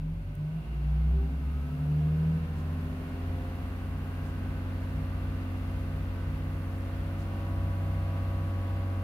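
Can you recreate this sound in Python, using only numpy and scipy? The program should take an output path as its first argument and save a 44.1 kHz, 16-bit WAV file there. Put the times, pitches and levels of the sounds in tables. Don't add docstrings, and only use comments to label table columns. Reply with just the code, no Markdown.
import sys
import numpy as np
from scipy import signal
from scipy.fft import rfft, irfft, next_fast_len
from scipy.io import wavfile
from scipy.ndimage import uniform_filter1d

SR = 44100
rng = np.random.default_rng(int(sys.argv[2]) if len(sys.argv) > 2 else 0)


def master(y):
    cut = np.clip(np.atleast_2d(y).T, -1, 1)
    pcm = np.round(cut * 32767)
    wavfile.write(sys.argv[1], SR, pcm.astype(np.int16))


def volts_from_db(level):
    exponent = np.asarray(level, float) / 20
    return 10 ** exponent


N = 398223
T = np.arange(N) / SR
SLOW = 8
T_SLOW = T[::SLOW]

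# (time [s], firing rate [Hz])
REV = [(0, 44.23), (.3, 47.82), (.45, 50.5), (.7, 56.87), (.9, 60.45), (1.2, 64.76), (1.5, 69.66),
       (1.7, 72.39), (2.4, 81.1), (2.7, 84.3), (3.0, 86.15), (3.85, 89.33), (4.55, 90.45), (5.95, 91.02),
       (6.4, 90.75), (7.0, 92.0), (7.6, 93.55), (9.03, 93.25)]
CYLINDERS, HELD_HZ, INERTIA_S = 6, 91, 0.15
SPEED_DB = 9.5

# (time [s], level [dB])
FIRING = [(0, -37), (.2, -38), (.5, -47), (.7, -34.5), (.92, -27), (1.17, -24), (1.3, -33), (1.58, -30),
          (1.74, -39.5), (2.0, -33), (2.45, -35.5), (2.72, -32.5), (3.07, -40), (3.29, -32.5), (3.5, -37),
          (4.9, -35), (7.32, -35), (7.65, -31.2)]
# (multiple of firing rate), (level over the plain exhaust path [dB])
OVERTONES = (2, 3, 6)
OVERTONE_DB = (-57, -63.5, -66.5)
# (centre [Hz], width [Hz], level over the plain path [dB])
EXHAUST = [(96, 39, 15), (152.65, 13.6, 31.5), (159.94, 8.8, 32.5), (206, 13, 11), (256.9, 22.6, 20),
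           (341, 36, 11), (388.6, 14, 21), (473, 81, 11.5), (526, 12, 12.5), (562.5, 47, 13.5)]
# (fade starts [s], fade ends [s])
IDLE_ENDS_S = (.44, .54)
IDLE_DB = 33
NULL_CENTRE_HZ, NULL_WIDTH_HZ, NULL_DB = 165.9, 6.1, 13.5

CYCLE_ORDERS = (3, 4, 7, 8, 9, 10, 13, 14, 15, 16, 17, 19, 20, 21, 22, 24, 26, 27, 28, 33, 75, 39, 42, 44,
                45, 51, 57, 63, 66, 72)
# (level at held speed [dB], change once the trim buzzes [dB], left minus right [dB])
CYCLE = [(-43.5, -1.5, 0), (-49.5, 1.5, 0.5), (-67.5, 11, -8), (-69.5, -8, 4), (-55, -10, -5),
         (-48, -1.4, 0), (-56, -0.5, 5), (-50, 1.5, 0), (-65.5, 2.5, 4), (-68.5, 10, -2), (-46, -0.5, -3),
         (-67, 1, -4), (-64.5, 8, 0), (-54, 1.1, 2.5), (-67.5, 7, 2), (-65.5, -5.5, 0.5), (-66, -3.5, 10),
         (-67, -15, 7), (-68, -2, 4), (-62.5, 4, -1), (-70, -13, -3.5), (-67.5, -3, -5.5), (-68, 7, 3),
         (-76, 12.5, -4.5), (-63.5, -5, 6), (-73, 9.5, -0.5), (-67, -9, 3), (-73, 10, -13), (-68, -1, -1),
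         (-71, 14, 11.5)]
# (start [s], full [s])
BUZZ_S = (7.04, 7.44)
# (centre [Hz], width [Hz], level over the plain path [dB])
CABIN = [(64, 8, 18.5), (88, 18, 16), (153.2, 13.4, 22.5), (209.5, 29.5, 11), (257.3, 19, 14),
         (320.5, 16.6, 4.5), (391.8, 20.2, 12.5), (533, 146, 2), (699.5, 33, 10), (787, 17, 9),
         (1029, 130, 2.5), (1250, 71, 4)]
LOW_CUT_HZ = 41

PULL_ORDERS = (5, 11, 15, 20, 23, 30, 33, 48)
# (level at held speed [dB], extra under load [dB])
PULL = [(-77.5, 1.7), (-59.5, 4.2), (-73, 17.6), (-80, 7.1), (-77.5, 12), (-85.5, 12), (-85.5, 4.9),
        (-87.5, 13.3)]
# (load starts to ease [s], load gone [s])
PULL_ENDS_S = (2.4, 3.6)

FLARE_ORDERS = (21, 72, 24, 72, 108, 21, 54, 28, 72, 11, 20, 108, 19, 42, 30, 30, 28, 20, 12, 36, 15, 42)
# (centre time [s], level [dB], half length [s])
FLARES = [(0.09, -35.5, 0.089), (.35, -62.5, .2), (1.29, -46, 0.14), (1.25, -55, 0.046),
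          (1.62, -62.5, 0.18), (1.52, -55, 0.37), (2.05, -53, 0.033), (2, -60.5, 0.31), (2.8, -65, .3),
          (2.75, -45.5, 0.36), (0.12, -59, 0.13), (4.27, -66, 0.3), (.35, -47, 0.036), (2.7, -63, 0.3),
          (1.97, -61, .08), (2.29, -55.5, 0.1), (2.88, -54, .13), (2.2, -53, 0.32), (0.56, -56, .05),
          (0.44, -59, 0.071), (1.0, -38.5, 0.203), (3, -63.5, .3)]

GEAR_ORDERS = range(85, 140)
GEAR_DB, GEAR_FALL_DB, GEAR_SCATTER_DB = -76.5, -0.0842, 2.2

FAINT_ORDERS = [k for k in range(25, 85) if k not in CYCLE_ORDERS and k != 36]
FAINT_DB, FAINT_LOAD_DB, FAINT_SCATTER_DB, FAINT_SIDE_DB = -76.5, -3.5, 4, 8
HALF_FIRING_DB = 5

# (centre [Hz], width [Hz], level [dB])
PANELS = [(60.6, 15.5, -47.5), (155.4, 11, -51.5), (214.6, 31, -58), (258.7, 32, -59), (334, 100, -64.5)]
# (frequency [Hz], density [dB per Hz])
RUSH = [(25, -17), (45, -12), (95, 18.5), (125, -5), (200, -0.5), (300, 0.5), (500, 1.5), (700, 3),
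        (900, -2.5), (1300, 1), (1740, -3), (2500, -4.5), (3700, -13), (7000, -29.5)]
# (centre [Hz], width [Hz], level [dB])
COVERS = [(973, 58, -1.5), (1512, 10, 11.5), (2144, 11, 4), (2754, 135, -1), (4510, 1100, -4.5)]
# (frequency [Hz], density [dB per Hz])
HISS = [(3530, -14), (6000, -6), (8060, -9), (11400, -0.5), (13500, -7), (15200, -1), (16000, -13)]
TOP_HZ = 15720
RUSH_DB, HISS_DB = 8, 3
RUSH_HELD_DB, RUSH_SPEED_DB = -57, 6.5
HISS_HELD_DB, HISS_SPEED_DB = -68, 6.7

# (frequency [Hz], left minus right [dB])
TILT_DB = [(60, 3), (110, 2.5), (200, -2), (380, -8.5), (700, -0.5), (1290, -1), (2380, 0.5), (4400, 3.5),
           (8120, 4), (15000, -1)]
# (frequency [Hz], shared part [0-1])
LIKENESS = [(60, 0.98), (250, 1), (640, 0.87), (1030, 0.38), (1720, 0.37), (3200, 0.047), (6000, 0.05),
            (15000, .12)]
# (frequency [Hz], lead of the left port [rad])
LEAD = [(60, .04), (250, .15), (640, 0.15), (1030, 1.36), (1720, 3.07), (3200, 1.95), (6000, 5.3),
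        (15000, 3.1)]
PORT_LAG_S = 1.0e-4
IN_STEP_HZ = 200

# (time [s], level [dB], centre [Hz], width [Hz], length [s])
HAND = [
    (0.3535, -54, 11500, 9000, 0.00076),
    (.7, -66.5, 2760, 300, 0.19),
    (2.59, -66, 5900, 6970, 0.023),
    (4.27, -67, 5955, 6987, .025),
    (6.773, -71, 9000, 8000, 0.022),
    (7.21, -64, 4800, 6040, 0.023),
    (8.76, -73, 1200, 2000, .02),
]

# (multiple of cycle rate), (level against surge [dB])
BOOM_ORDERS = (4, 10)
BOOM_DB = (-0.5, -4)
BOOM_FROM_S, SURGE_S = 2.8, 0.093
# (time [s], level [dB])
SURGES = [(2.84, -52), (3.26, -43), (3.47, -42), (3.75, -47.5), (3.97, -37), (4.28, -38.5), (4.55, -39),
          (4.76, -42.5), (4.98, -36), (5.28, -37.5), (5.63, -41), (5.82, -38.5), (5.97, -38.5), (6.34, -36),
          (6.52, -37.5), (6.77, -43), (6.98, -39), (7.2, -38.5), (7.47, -44), (7.63, -35.5), (7.96, -36),
          (8.2, -41.5), (8.37, -38.5), (8.77, -41), (8.99, -45)]


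def read(table, hz):
    f, value = np.transpose(table)
    return np.interp(np.log(hz), np.log(f), value)


def walk(rate, size=N, sr=SR):
    k = int(sr / rate)
    steps = np.repeat(rng.standard_normal(size // k + 1), k)
    return 1.12 * uniform_filter1d(uniform_filter1d(steps, k), k)[:size]


def peak(hz, centre_hz, width_hz):
    return 1 / np.sqrt(1 + ((hz - centre_hz ** 2 / hz) / width_hz) ** 2)


def shaped(gain):
    size = next_fast_len(N)
    hz = np.maximum(np.arange(size // 2 + 1) * SR / size, 1)
    both, left, right = rfft(rng.standard_normal((3, size))) * gain(hz)
    share = np.clip(read(LIKENESS, hz), 0, 1)
    common, own = np.sqrt(share) * both, np.sqrt(1 - share)
    turn = np.exp(0.5j * read(LEAD, hz))
    tilt = volts_from_db(read(TILT_DB, hz) / 2)
    left = (common * turn + own * left) * tilt
    right = (common / turn + own * right) / tilt
    pair = irfft(np.array([left, right]), size)[:, :N]
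    return pair / np.sqrt(np.mean(pair ** 2))


def crankshaft():
    firing_hz = np.interp(T_SLOW, *np.transpose(REV))
    cycle_hz = uniform_filter1d(firing_hz, int(INERTIA_S * SR / SLOW), mode="nearest") / CYLINDERS
    turns = np.cumsum(cycle_hz) * SLOW / SR
    return cycle_hz, turns, np.log2(cycle_hz * CYLINDERS / HELD_HZ)


def load():
    return np.interp(T_SLOW, PULL_ENDS_S, (1, 0))


def cabin(hz):
    booms = 1 + sum((volts_from_db(db) * peak(hz, f, w) ** 2) ** 2 for f, w, db in CABIN)
    return np.sqrt(booms / (1 + (LOW_CUT_HZ / hz) ** 9))


def sweep_db(k, cycle_hz):
    return 20 * np.log10(cabin(k * cycle_hz) / cabin(k * HELD_HZ / CYLINDERS))


def tone(k, turns, cycle_hz, db, pan_db, wander_db):
    hz = k * cycle_hz
    scatter, spread = rng.uniform(-np.pi, np.pi), rng.standard_normal()
    start = scatter * min(hz[-1] / IN_STEP_HZ, 1)
    lag = 2 * np.pi * hz * PORT_LAG_S * (1 + 0.4 * spread) / 2
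    angle = 2 * np.pi * k * turns + start
    size = np.sqrt(2) * volts_from_db(db + wander_db * walk(2.98, size=len(hz), sr=SR / SLOW))
    left = volts_from_db(pan_db / 2) * np.sin(angle + lag)
    right = volts_from_db(-pan_db / 2) * np.sin(angle - lag)
    return size * np.array([left, right])


def exhaust_db(hz, idle_db):
    rings = [(volts_from_db(db) * peak(hz, f, w) ** 3) ** 2 for f, w, db in EXHAUST]
    power = 1 + rings[0] * volts_from_db(2 * idle_db) + sum(rings[1:])
    return 10 * np.log10(power) - NULL_DB * peak(hz, NULL_CENTRE_HZ, NULL_WIDTH_HZ) ** 2


def firing(turns, cycle_hz):
    out = tone(CYLINDERS, turns, cycle_hz, np.interp(T_SLOW, *np.transpose(FIRING)), -0.073, 0)
    idle_db = np.interp(T_SLOW, IDLE_ENDS_S, (0, -IDLE_DB))
    for overtone, db in zip(OVERTONES, OVERTONE_DB):
        k = CYLINDERS * overtone
        out += tone(k, turns, cycle_hz, db + exhaust_db(k * cycle_hz, idle_db), -0.087, 0)
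    return out


def uneven_cylinders(turns, cycle_hz, speed_db):
    out = 0
    buzz = np.interp(T_SLOW, BUZZ_S, (0, 1))
    arrived = np.clip((T_SLOW - BOOM_FROM_S) / 0.27, 0, 1)
    surge = surge_db()
    for k, (db, buzz_db, pan_db) in zip(CYCLE_ORDERS, CYCLE):
        level_db = db + sweep_db(k, cycle_hz) + speed_db + buzz_db * buzz
        wander_db = 1.2 + 1.3 * load()
        if k in BOOM_ORDERS:
            boom_db = surge + BOOM_DB[BOOM_ORDERS.index(k)]
            level_db += arrived * (boom_db - level_db)
            wander_db = 0
        out += tone(k, turns, cycle_hz, level_db, pan_db, wander_db)
    return out


def faint_lines(turns, cycle_hz, speed_db):
    out = 0
    for k in FAINT_ORDERS:
        scatter_db, pan_db = rng.standard_normal(2) * (FAINT_SCATTER_DB, FAINT_SIDE_DB)
        db = FAINT_DB + HALF_FIRING_DB * (k % 3 == 0) + FAINT_LOAD_DB * load() + scatter_db
        out += tone(k, turns, cycle_hz, db + sweep_db(k, cycle_hz) + speed_db, pan_db, 2.5)
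    return out


def valve_gear(turns, cycle_hz, speed_db):
    out = 0
    for k in GEAR_ORDERS:
        fall_db = GEAR_FALL_DB * (k - GEAR_ORDERS[0])
        db = GEAR_DB + fall_db + GEAR_SCATTER_DB * rng.standard_normal()
        out += tone(k, turns, cycle_hz, db + speed_db, 3.0 * rng.standard_normal(), 2.5)
    return out


def pulling(turns, cycle_hz):
    out = 0
    for k, (db, load_db) in zip(PULL_ORDERS, PULL):
        out += tone(k, turns, cycle_hz, db + sweep_db(k, cycle_hz) + load_db * load(), 0, 0.55)
    return out


def flares(turns, cycle_hz):
    out = 0
    for k, (centre, db, half) in zip(FLARE_ORDERS, FLARES):
        out += tone(k, turns, cycle_hz, db - 6 * ((T_SLOW - centre) / half) ** 2, 0, 0)
    return out


def engine(turns, cycle_hz, doublings):
    speed_db = SPEED_DB * doublings
    lines = firing(turns, cycle_hz)
    lines += uneven_cylinders(turns, cycle_hz, speed_db)
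    lines += faint_lines(turns, cycle_hz, speed_db)
    lines += valve_gear(turns, cycle_hz, speed_db)
    lines += pulling(turns, cycle_hz) + flares(turns, cycle_hz)
    return signal.resample_poly(lines, SLOW, 1, axis=1)[:, :N]


def panels():
    out = 0
    for f, w, db in PANELS:
        out += volts_from_db(db + 1.5 * walk(2.5)) * shaped(lambda hz: peak(hz, f, w) ** 2)
    return out


def rush(turns, db):
    cycle_throb = 0.027 * np.sin(2 * np.pi * turns)
    firing_throb = 0.042 * np.sin(2 * np.pi * CYLINDERS * turns)

    def gain(hz):
        ring = 1 + sum(volts_from_db(cover_db) * peak(hz, f, w) ** 2 for f, w, cover_db in COVERS)
        return volts_from_db(read(RUSH, hz)) * ring * (hz < 9000)

    return shaped(gain) * (1 + cycle_throb + firing_throb) * volts_from_db(db + RUSH_DB + 0.45 * walk(6))


def hiss(db):
    noise = shaped(lambda hz: volts_from_db(read(HISS, hz)) * (hz >= HISS[0][0]) * (hz < TOP_HZ))
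    return noise * volts_from_db(db + HISS_DB + 0.45 * walk(5))


def hand():
    out = 0
    for s, db, f, w, length in HAND:
        swell = np.exp(-0.5 * ((T - s) / length) ** 2)
        out += volts_from_db(db) * swell * shaped(lambda hz: peak(hz, f, w) ** 2 * (hz < TOP_HZ))
    return out


def surge_db():
    power = sum(volts_from_db(2 * db) * np.exp(-((T_SLOW - s) / SURGE_S) ** 2) for s, db in SURGES)
    return 10 * np.log10(1e-9 + power)


def scene():
    cycle_hz, turns, doublings = crankshaft()
    lines = engine(turns, cycle_hz, doublings)
    turns, doublings = np.interp(T, T_SLOW, turns), np.interp(T, T_SLOW, doublings)
    rush_db = RUSH_HELD_DB + RUSH_SPEED_DB * doublings
    hiss_db = HISS_HELD_DB + HISS_SPEED_DB * doublings
    return lines + panels() + rush(turns, rush_db) + hiss(hiss_db) + hand()


def band_limit(x):
    return signal.sosfilt(signal.butter(12, 16860, fs=SR, output="sos"), x)


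def record(dry):
    return band_limit(dry)


dry = scene()
out = record(dry)
master(out)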